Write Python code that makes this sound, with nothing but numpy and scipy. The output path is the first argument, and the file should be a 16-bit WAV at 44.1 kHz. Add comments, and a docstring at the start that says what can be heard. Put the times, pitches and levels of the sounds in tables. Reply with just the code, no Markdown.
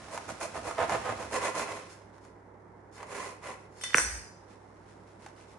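"""Sawing crusty bread in a kitchen

A fan hums while a knife saws through a loaf on a wooden board: quick strokes, then three slow ones.
Each stroke breaks bits of crust that crackle, drum through loaf and board, and make the blade ring.
The blade clinks, then the knife drops on the board with a knock and rattles to rest.
Hands brush over the dry crust as they lift the pieces."""
import sys
import numpy as np
from scipy import signal
from scipy.fft import rfft, irfft
from scipy.io import wavfile

SR = 44100
rng = np.random.default_rng(int(sys.argv[2]) if len(sys.argv) > 2 else 0)


def store_wav(level_fs):
    """Save 16-bit WAV to argv[1]."""
    pcm = np.round(np.clip(np.atleast_2d(level_fs), -1, 1) * 32767)
    wavfile.write(sys.argv[1], SR, pcm.T.astype(np.int16))


N = 246078
TIME = np.arange(N) / SR
FREQS = np.maximum(np.arange(N // 2 + 1) * SR / N, 1)

# Levels in the tables are relative: each sound is turned up or down as a whole later.
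# How alike left and right are for close sounds. Each row: pitch in Hz, likeness from 0 to 1.
NEAR_LIKENESS = [(100, 1), (600, 0.87), (1200, 1), (2600, 0.24), (5000, 0.11), (10000, 0.042)]
# The same for the fan and the room's echo. Each row: pitch in Hz, likeness from 0 to 1.
FAR_LIKENESS = [(60, 0.71), (130, 0.74), (270, 0.99), (580, 0.46), (1200, 0.16), (2600, 0.1), (5500, 0.046)]
# Weight leaning on the knife. Each row: time in seconds, level in dB.
LEANING = [(0, -50.5), (.5, -51.5), (1.05, -45.5), (1.5, -54), (1.8, -50), (2.15, -73), (2.45, -75)]
# The tone of something brushing the crust. Each row: pitch in Hz, level in dB.
BRUSH_TONE = [(600, -11.5), (1200, 11), (2200, 9), (3200, 4), (4700, 3), (5400, 5.5), (6500, 3),
              (8000, 0.5), (10500, -1), (12000, -28)]
# The knife hitting the board. Each row: time in seconds, board level in dB, blade level in dB,
# blade brightness in dB per octave, seconds a 1000 Hz wave travels in the board, chatter level in dB.
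BLOWS = [(3.8115, -31, -41.5, 6, 0.0012, -62), (3.8367, -38, -32, -2, 0.00055, -29),
         (3.9055, -28, -56, 0.5, 0.00067, -53.5), (3.9325, -26, -37.5, -3, 0.00039, -51),
         (3.9424, 3.5, -42.5, 0, 0.0039, -37.5), (3.952, -19.5, -37, 11.5, 0.00112, -27.5),
         (3.9720, -32.5, -44, 7.5, 0.0016, -24.5), (3.9821, -5, -49.5, 14, .0007, -21),
         (3.9965, -28.5, -36.5, 11, .001, -28.5)]


def amp(db):
    """Turn decibels into a number to multiply by."""
    return 10 ** (np.asarray(db) / 20)


def unit(x, axis=None):
    """Scale a signal so that its average power is 1."""
    return x / np.sqrt(np.mean(np.abs(x) ** 2, axis=axis, keepdims=True) + 1e-20)


def level(rows):
    """Strength over time, from rows of seconds and dB."""
    return amp(np.interp(TIME, *np.transpose(rows)))


def at_hz(points, hz):
    """Read a table between its pitches, giving each octave equal room."""
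    pitches, values = np.transpose(points)
    return np.interp(np.log(hz), np.log(pitches), values)


def response(tone):
    """Turn a tone table into a filter that rings only after it is struck (minimum phase)."""
    cepstrum = irfft(np.log(unit(amp(at_hz(tone, FREQS)))), N)
    cepstrum[1:N // 2] *= 2
    cepstrum[N // 2 + 1:] = 0
    return np.exp(rfft(cepstrum))


def colour(x, tone):
    """Filter a signal to give it the tone in a table."""
    return irfft(rfft(x) * response(tone), N)


def blend(pair, likeness):
    """Mix two unrelated signals into left and right, alike in the bass and apart in the treble."""
    alike = np.clip(at_hz(likeness, FREQS), 0, 1)
    mid, side = rfft(pair)
    return irfft(np.sqrt((1 + alike) / 2) * mid + np.sqrt((1 - alike) / 2) * side * [[1], [-1]], N)


def drift(per_s):
    """A line that wanders at random around zero."""
    points = rng.standard_normal(int(N / SR * per_s) + 2)
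    return unit(np.interp(TIME * per_s, np.arange(len(points)), points))


def grains(per_s, spread_db):
    """Tiny random clicks of uneven size, each shared differently between two channels."""
    clicks = rng.random(N) < per_s / SR
    size = amp(spread_db * np.minimum(rng.exponential(1, N), 4))
    angle = rng.uniform(0, 2 * np.pi, N)
    return unit(clicks * size * np.array([np.cos(angle), np.sin(angle)]))


def swell(start, end, skew=0.82, sharpness=1.6):
    """The force of one hand movement, from 0 to 1: it grows quickly and eases off."""
    progress = np.clip((TIME - start) / (end - start), 0, 1)
    return np.abs(np.sin(np.pi * progress ** skew)) ** sharpness


def held(start_s, rise_s, length_s, fade_s):
    """Rise, hold until the length is over, then die away."""
    rise = np.clip((TIME - start_s) / rise_s, 0, 1)
    return rise * np.exp(-np.clip((TIME - start_s - length_s) / fade_s, 0, 40))


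def fan():
    """A fan makes a steady rush of air and a low hum."""
    # The tone of the moving air. Each row: pitch in Hz, level in dB.
    air_tone = [(25, -27), (45, -7), (65, -13.5), (95, -17), (125, -4.5), (180, -1.5), (245, -5.5),
                (360, -0.5), (520, -3.5), (700, -7), (900, -3.5), (1200, -11.5), (2100, -18.5),
                (3000, -50.5), (10500, -51), (12000, -68)]
    # The notes of the hum. Each row: pitch in Hz, level in dB.
    hum_notes = [(61.5, -69), (100.2, -61.5)]
    air = blend(colour(rng.standard_normal((2, N)), air_tone), FAR_LIKENESS)
    hum = sum(amp(db) * np.sqrt(2) * np.sin(2 * np.pi * (hz * TIME + rng.random()))
              for hz, db in hum_notes)
    return amp(-54.1) * air + hum


def sawing():
    """The edge catches and slips: big breaks drum through the loaf, fine ones crackle and ring steel."""
    # Saw strokes. Each row: start in seconds, end in seconds, rasp level in dB, crackle level in dB.
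    strokes = [(0.101, 0.203, -43.5, -49.5), (0.272, 0.339, -41.5, -49), (0.393, 0.484, -39.5, -43.5),
               (0.535, 0.612, -39, -51), (0.627, 0.754, -39, -49), (0.767, 0.881, -30, -50),
               (0.878, 0.994, -32, -45.5), (1.023, 1.163, -35.5, -53), (1.16, 1.291, -42.5, -53),
               (1.302, 1.421, -34.5, -42), (1.4, 1.525, -33, -41.5), (1.527, 1.672, -35.5, -43),
               (1.633, 1.84, -42.5, -52.5), (2.951, 3.084, -50, -65), (3.051, 3.387, -43, -50.5),
               (3.408, 3.579, -44, -54)]
    # The tone of coarse crust breaking. Each row: pitch in Hz, level in dB.
    rasp_tone = [(60, -28.5), (150, -24.5), (250, -6.5), (350, -0.5), (500, 7), (750, 1), (1100, 3),
                 (1400, -9.5), (1700, -4), (2200, -15.5), (2900, -47), (4500, -42)]
    # The tone of fine crust breaking. Each row: pitch in Hz, level in dB.
    crackle_tone = [(500, 5.5), (1200, 1.5), (1900, -0.5), (2500, 21.5), (3100, -25), (4100, 9), (4750, 5),
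                    (5400, 8.5), (6400, 15), (7600, 11), (8850, 17), (9700, 14), (10600, 5.5),
                    (12000, -49.5)]
    # The low tone of the loaf rocking. Each row: pitch in Hz, level in dB.
    rumble_tone = [(20, -32.5), (45, -4), (70, 2), (112, 1), (150, -6.5), (220, 1), (400, -8),
                   (1000, -50.5)]
    rasp, crackle = sum(amp([[rasp_db], [crackle_db]]) * swell(start, end)
                        for start, end, rasp_db, crackle_db in strokes)
    catching = unit(amp(1.3 * drift(per_s=220)))
    lean = level(LEANING)
    drag = catching * np.hypot(rasp, amp(-7.5) * lean)  # the weight keeps it grinding between strokes
    coarse = grains(per_s=900, spread_db=2) * drag
    fine = grains(per_s=6000, spread_db=1.5) * catching * crackle
    crunch = amp(-4) * colour(coarse, rasp_tone)
    hollow = amp(15) * loaf(grains(per_s=1800, spread_db=1.2) * drag)
    scrape = amp(6.5) * teeth(fine)
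    crisp = amp(2) * colour(fine, crackle_tone)
    push = lean + amp(-23.5) * rasp + amp(1) * touch_force()
    rocking = amp(-6.5) * colour(grains(per_s=130, spread_db=4) * push, rumble_tone)
    return blend(crunch + hollow + crisp + scrape + rocking, NEAR_LIKENESS)


def resonance(x, hz, width):
    """Let a signal ring at one pitch; a smaller width in Hz rings longer."""
    r = np.exp(-np.pi * width / SR)
    feed = np.array([1, 0, -1]) * (1 - r * r) / 2
    feedback = [1, -2 * r * np.cos(2 * np.pi * hz / SR), r * r]
    return signal.lfilter(feed, feedback, x + 1e-18)


def loaf(breaks):
    """Loaf and board ring with a hollow sound that changes as the blade sinks in."""
    # How far the blade is in the loaf. Each row: time in seconds, depth from 0 to 1.
    blade_depth = [(0, 0), (1.2, .05), (1.36, .8), (3.1, 1)]
    # The notes of loaf, board and wedged blade. Each row: pitch in Hz, width in Hz,
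    # level in dB with the blade at the surface, level in dB with it deep in the cut.
    notes = [(121.5, 11, 0.5, -10), (164, 26, -6, -12), (239.5, 9.7, 1, 0.5), (342, 17, 3, -17),
             (411.6, 20, -8, 4), (519.4, 30, 3.5, 1), (559.4, 60, -7, 0), (665.4, 33, 9.5, -1.5),
             (759, 47, 3, -1), (893, 130, -1, -7), (1004, 80, -7.5, 5), (1215, 58, -2, -20.5),
             (1387, 90, -14, -6), (1665, 320, -19, -8.5), (1953, 73, -32.5, -3), (2530, 160, -22.5, -20.5)]
    depth = np.interp(TIME, *np.transpose(blade_depth))
    # The soft inside of the loaf swallows the treble.
    muffled = signal.sosfilt(signal.butter(2, 2840, fs=SR, output="sos"), breaks + 1e-18)
    surface, deep = muffled * (1 - depth), muffled * depth
    return sum(resonance(surface * amp(top_db) + deep * amp(deep_db), hz, width)
               for hz, width, top_db, deep_db in notes)


def teeth(friction):
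    """The blade gives a thin ring as its teeth scrape."""
    # The notes of the scraped blade. Each row: pitch in Hz, width in Hz, level in dB.
    notes = [(3580, 90, -6), (4380, 150, -1), (5040, 160, 1), (5500, 200, -3), (6450, 350, 1),
             (7050, 200, -1), (8520, 220, 0), (9340, 400, -2)]
    return sum(resonance(friction, hz, width) * amp(db) for hz, width, db in notes)


def touch_force():
    """How hard the hands touch the bread over time."""
    # Hands brushing and lifting. Each row: start in seconds, end in seconds, level in dB.
    touches = [(2.122, 2.203, -72), (2.206, 2.33, -75), (3.56, 3.704, -72.5), (4.47, 4.58, -70),
               (4.851, 4.975, -72.5), (5.04, 5.157, -76), (5.184, 5.33, -65.5), (5.347, 5.48, -66.5),
               (5.466, 5.575, -68)]
    return sum(amp(db) * swell(start, end) for start, end, db in touches)


def handling(grasp_s=3.8):
    """Dry crust rustles as it is leaned on, brushed by fingers and finally held."""
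    force = touch_force() + amp(-6.5) * level(LEANING) + amp(-78.5) * (TIME > grasp_s)
    rustle = grains(per_s=2500, spread_db=2.2) * force
    return amp(3) * blend(colour(rustle, BRUSH_TONE), NEAR_LIKENESS)


def snaps_and_knocks(spray_s=0.0058, spray_db=-19.5):
    """Crust snaps, or bread or blade knocks: each is one click and a short spray of tiny ones."""
    # Crust snaps, plus a few soft knocks and thuds of bread and blade.
    # Each row: time in seconds, level in dB.
    hits = [(0.0835, -31), (0.1336, -44), (0.1765, -16.5), (0.2915, -22.5), (0.411, -23), (0.644, -29),
            (0.711, -21.5), (0.782, -21), (0.8955, -12), (1.5955, -17), (2.182, -38.5), (2.25, -36.5),
            (3.0295, -23.5), (3.0395, -43), (5.263, -27)]
    # The tone they all share. Each row: pitch in Hz, level in dB.
    hit_tone = [(100, -54.5), (400, -17), (800, 18), (1500, 8.5), (2300, 2), (3300, -8.5), (6500, -6),
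                (11000, -18.5)]
    clicks, spray_level = np.zeros(N), np.zeros(N)
    for start, db in hits:
        at = round(start * SR)
        clicks[at] = amp(db)
        spray_level[at:] += amp(db + spray_db) * np.exp(-TIME[:N - at] / spray_s)
    spray = blend(spray_level * grains(per_s=4000, spread_db=1), NEAR_LIKENESS)
    return amp(5) * colour(clicks + spray, hit_tone)


def sliding():
    """The flat of the blade slides along the cut bread with a thin scrape."""
    # Slides in or out of the cut. Each row: start in seconds, length in seconds, level in dB.
    slides = [(1.885, 0.017, -47.5), (2.196, 0.056, -67.5), (2.909, 0.072, -58), (3.685, 0.063, -68.5),
              (3.748, 0.15, -57.5)]
    force = sum(amp(db) * held(start, rise_s=0.049, length_s=length, fade_s=0.025)
                for start, length, db in slides)
    friction = grains(per_s=6000, spread_db=1.5) * force
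    return blend(amp(7) * teeth(friction) + colour(friction, BRUSH_TONE), NEAR_LIKENESS)


def board():
    """Each blow bends the board, and waves cross it with the highs ahead of the lows."""
    # The tone of knocked wood. Each row: pitch in Hz, level in dB.
    knock_tone = [(50, -29.5), (150, -4.5), (330, -3.5), (480, 2), (700, -17.5), (1000, 0), (1500, 9),
                  (2000, 6), (2700, 2.5), (3600, -22.5), (6000, -18.5), (11000, -43.5)]
    spectrum = 0
    for start, board_db, _, _, travel_s, _ in BLOWS:
        lag_cycles = FREQS * start + 2 * travel_s * np.sqrt(FREQS * 1000)
        spectrum = spectrum + amp(board_db) * np.exp(-2j * np.pi * lag_cycles)
    return amp(6.5) * irfft(spectrum * response(knock_tone), N) * np.ones((2, 1))


def blade(let_go_s=3.94, rest_s=4.25, rest_fade_s=0.13, notes_per_group=8):
    """Every blow rings the steel, a little differently; a flat landing favours the high notes."""
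    # Groups of close notes in the steel. Each row: pitch in Hz, spread in Hz, level in dB when free,
    # level in dB when held, seconds the free blade takes to fade by 60 dB.
    note_groups = [(1653, 25, -16.5, -9.5, 0.081), (1970, 22, -10, -1, 0.19),
                   (2570, 50, -6.5, -10.5, 0.092), (3070, 35, -5, -1.5, 0.27), (3560, 28, -7, 1, 0.44),
                   (4295, 40, -6.5, -7.5, 0.55), (5040, 90, -6.5, -9, 0.94), (5800, 210, -13.5, -3.5, 0.2),
                   (5940, 70, -3.5, -11, 0.32), (6977, 1.88, -10.5, -22.5, 0.55),
                   (7600, 160, -11.5, -12.5, 0.46), (8310, 29, -5.5, -9.5, 0.42), (8480, 8, -13, -19, 0.51),
                   (8753, 59, -4, -17.5, 0.2), (9300, 2.6, -14, -8, 0.36), (10680, 250, -14, -12, 0.23)]
    rings = np.zeros((2, N))
    t = TIME[:SR]  # each ring lasts at most a second
    for start, _, blade_db, brightness, _, _ in BLOWS:
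        at = round(start * SR)
        in_hand = start < let_go_s
        damping = 1.5 if in_hand else 1  # the hand shortens the ring
        for hz, spread, free_db, hand_db, ring_s in note_groups:
            note_db = hand_db if in_hand else free_db
            offsets_hz = spread * rng.uniform(-np.sqrt(3), np.sqrt(3), (notes_per_group, 1))
            phases = np.exp(2j * np.pi * rng.random((2, notes_per_group)))
            # Close notes waver against each other, slowly enough to work out every 20th sample.
            wavering = unit(phases @ np.exp(2j * np.pi * offsets_hz * t[::20]), axis=1)
            fading_note = np.exp((2j * np.pi * hz - np.log(1000) * damping / ring_s) * t)
            ring = np.repeat(wavering, 20, axis=1)[:, :SR] * fading_note
            octaves = np.log2(hz / 4000)
            rings[:, at:at + SR] += amp(blade_db + note_db + brightness * octaves) * ring.imag
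    # Once the blade lies flat, the wood stops its ring.
    resting = np.exp(-np.maximum(TIME - rest_s, 0) / rest_fade_s)
    return amp(-5.5) * rings * resting


def settling(counter_hz=60):
    """The knife chatters on the wood after each blow, then wobbles to rest while the counter booms."""
    # The tone of steel rattling on wood. Each row: pitch in Hz, level in dB.
    rattle_tone = [(150, -15), (400, -8), (900, -7.5), (1600, -1.5), (2500, -6.5), (3500, -21), (5350, -14),
                   (5950, 7), (6450, -5.5), (7000, -7), (7600, -10.5), (8600, -2.5), (10500, -10.5),
                   (12000, -19.5)]
    # The tone of the counter's thud. Each row: pitch in Hz, level in dB.
    thud_tone = [(20, -32.5), (45, -15.5), (62, 9), (85, 1), (130, -19.5), (300, -44.5)]
    wobble = held(start_s=3.97, rise_s=0.06, length_s=0.18, fade_s=0.044)
    buzz = amp(-45.5) * wobble  # the wobbling knife keeps tapping the wood
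    contacts = np.zeros(N)
    for start, *_, chatter_db in BLOWS:
        contacts[round(start * SR)] = amp(chatter_db + 18.5)  # the first touch is the hardest
        buzz += amp(chatter_db) * held(start, rise_s=1 / SR, length_s=0, fade_s=0.0063)
    chatter = colour(grains(per_s=4000, spread_db=1.5) * buzz, rattle_tone)
    ticks = signal.sosfilt(signal.butter(2, 6800, fs=SR, output="sos"), colour(contacts, rattle_tone))
    thud = amp(-55) * colour(rng.standard_normal((2, N)), thud_tone)
    boom = amp(-49.5) * np.sqrt(2) * np.sin(2 * np.pi * counter_hz * TIME)
    return blend(chatter + thud * wobble, NEAR_LIKENESS) + boom * wobble + ticks


def kitchen(x, build_s=0.0017):
    """Many small echoes build up, then die away at a speed that depends on pitch."""
    # How long the room rings. Each row: pitch in Hz, seconds to fade by 60 dB.
    ring_times = [(100, .5), (500, .5), (1700, .62), (5000, .52), (8000, .46), (11000, .38)]
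    noise = rfft(rng.standard_normal((2, N)))
    edges_hz = np.geomspace(40, 13000, 9)
    tail = 0
    for low, high in zip(edges_hz, edges_hz[1:]):
        band = irfft(noise * ((FREQS >= low) & (FREQS < high)), N)
        ring_s = at_hz(ring_times, np.sqrt(low * high))
        tail = tail + band * amp(-60 * np.minimum(TIME / ring_s, 3))
    build_up = 1 - np.exp(-(TIME / build_s) ** 2)
    tail = blend(tail * build_up, FAR_LIKENESS)[:, :SR]
    return signal.fftconvolve(x, unit(tail) / np.sqrt(2 * SR), axes=1)[:, :N]


def scene():
    """Bread, knife and fan in the kitchen; the knife's handle lands to the right."""
    # The balance of the two sides. Each row: pitch in Hz, left level minus right level in dB.
    balance = [(60, -1), (190, -3.5), (350, -6), (630, -5.5), (1130, -2), (3000, -2), (6500, 0.4)]
    bread = sawing() + sliding() + handling() + snaps_and_knocks()
    knock = board()
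    steel = blade() + settling()
    room = kitchen(amp(-5.5) * bread + amp(-9) * knock + amp(-1) * steel)
    sound = bread + knock * amp([[-0.89], [0.89]]) + steel + room + fan()
    side_gains = amp(at_hz(balance, FREQS) * [[0.5], [-0.5]])
    return irfft(rfft(sound) * side_gains, N)


def record(dry):
    """Cut away the treble above 11600 Hz steeply."""
    return signal.sosfilt(signal.ellip(10, 0.3, 80, 11600, fs=SR, output="sos"), dry)


dry = scene()
out = record(dry)
store_wav(out)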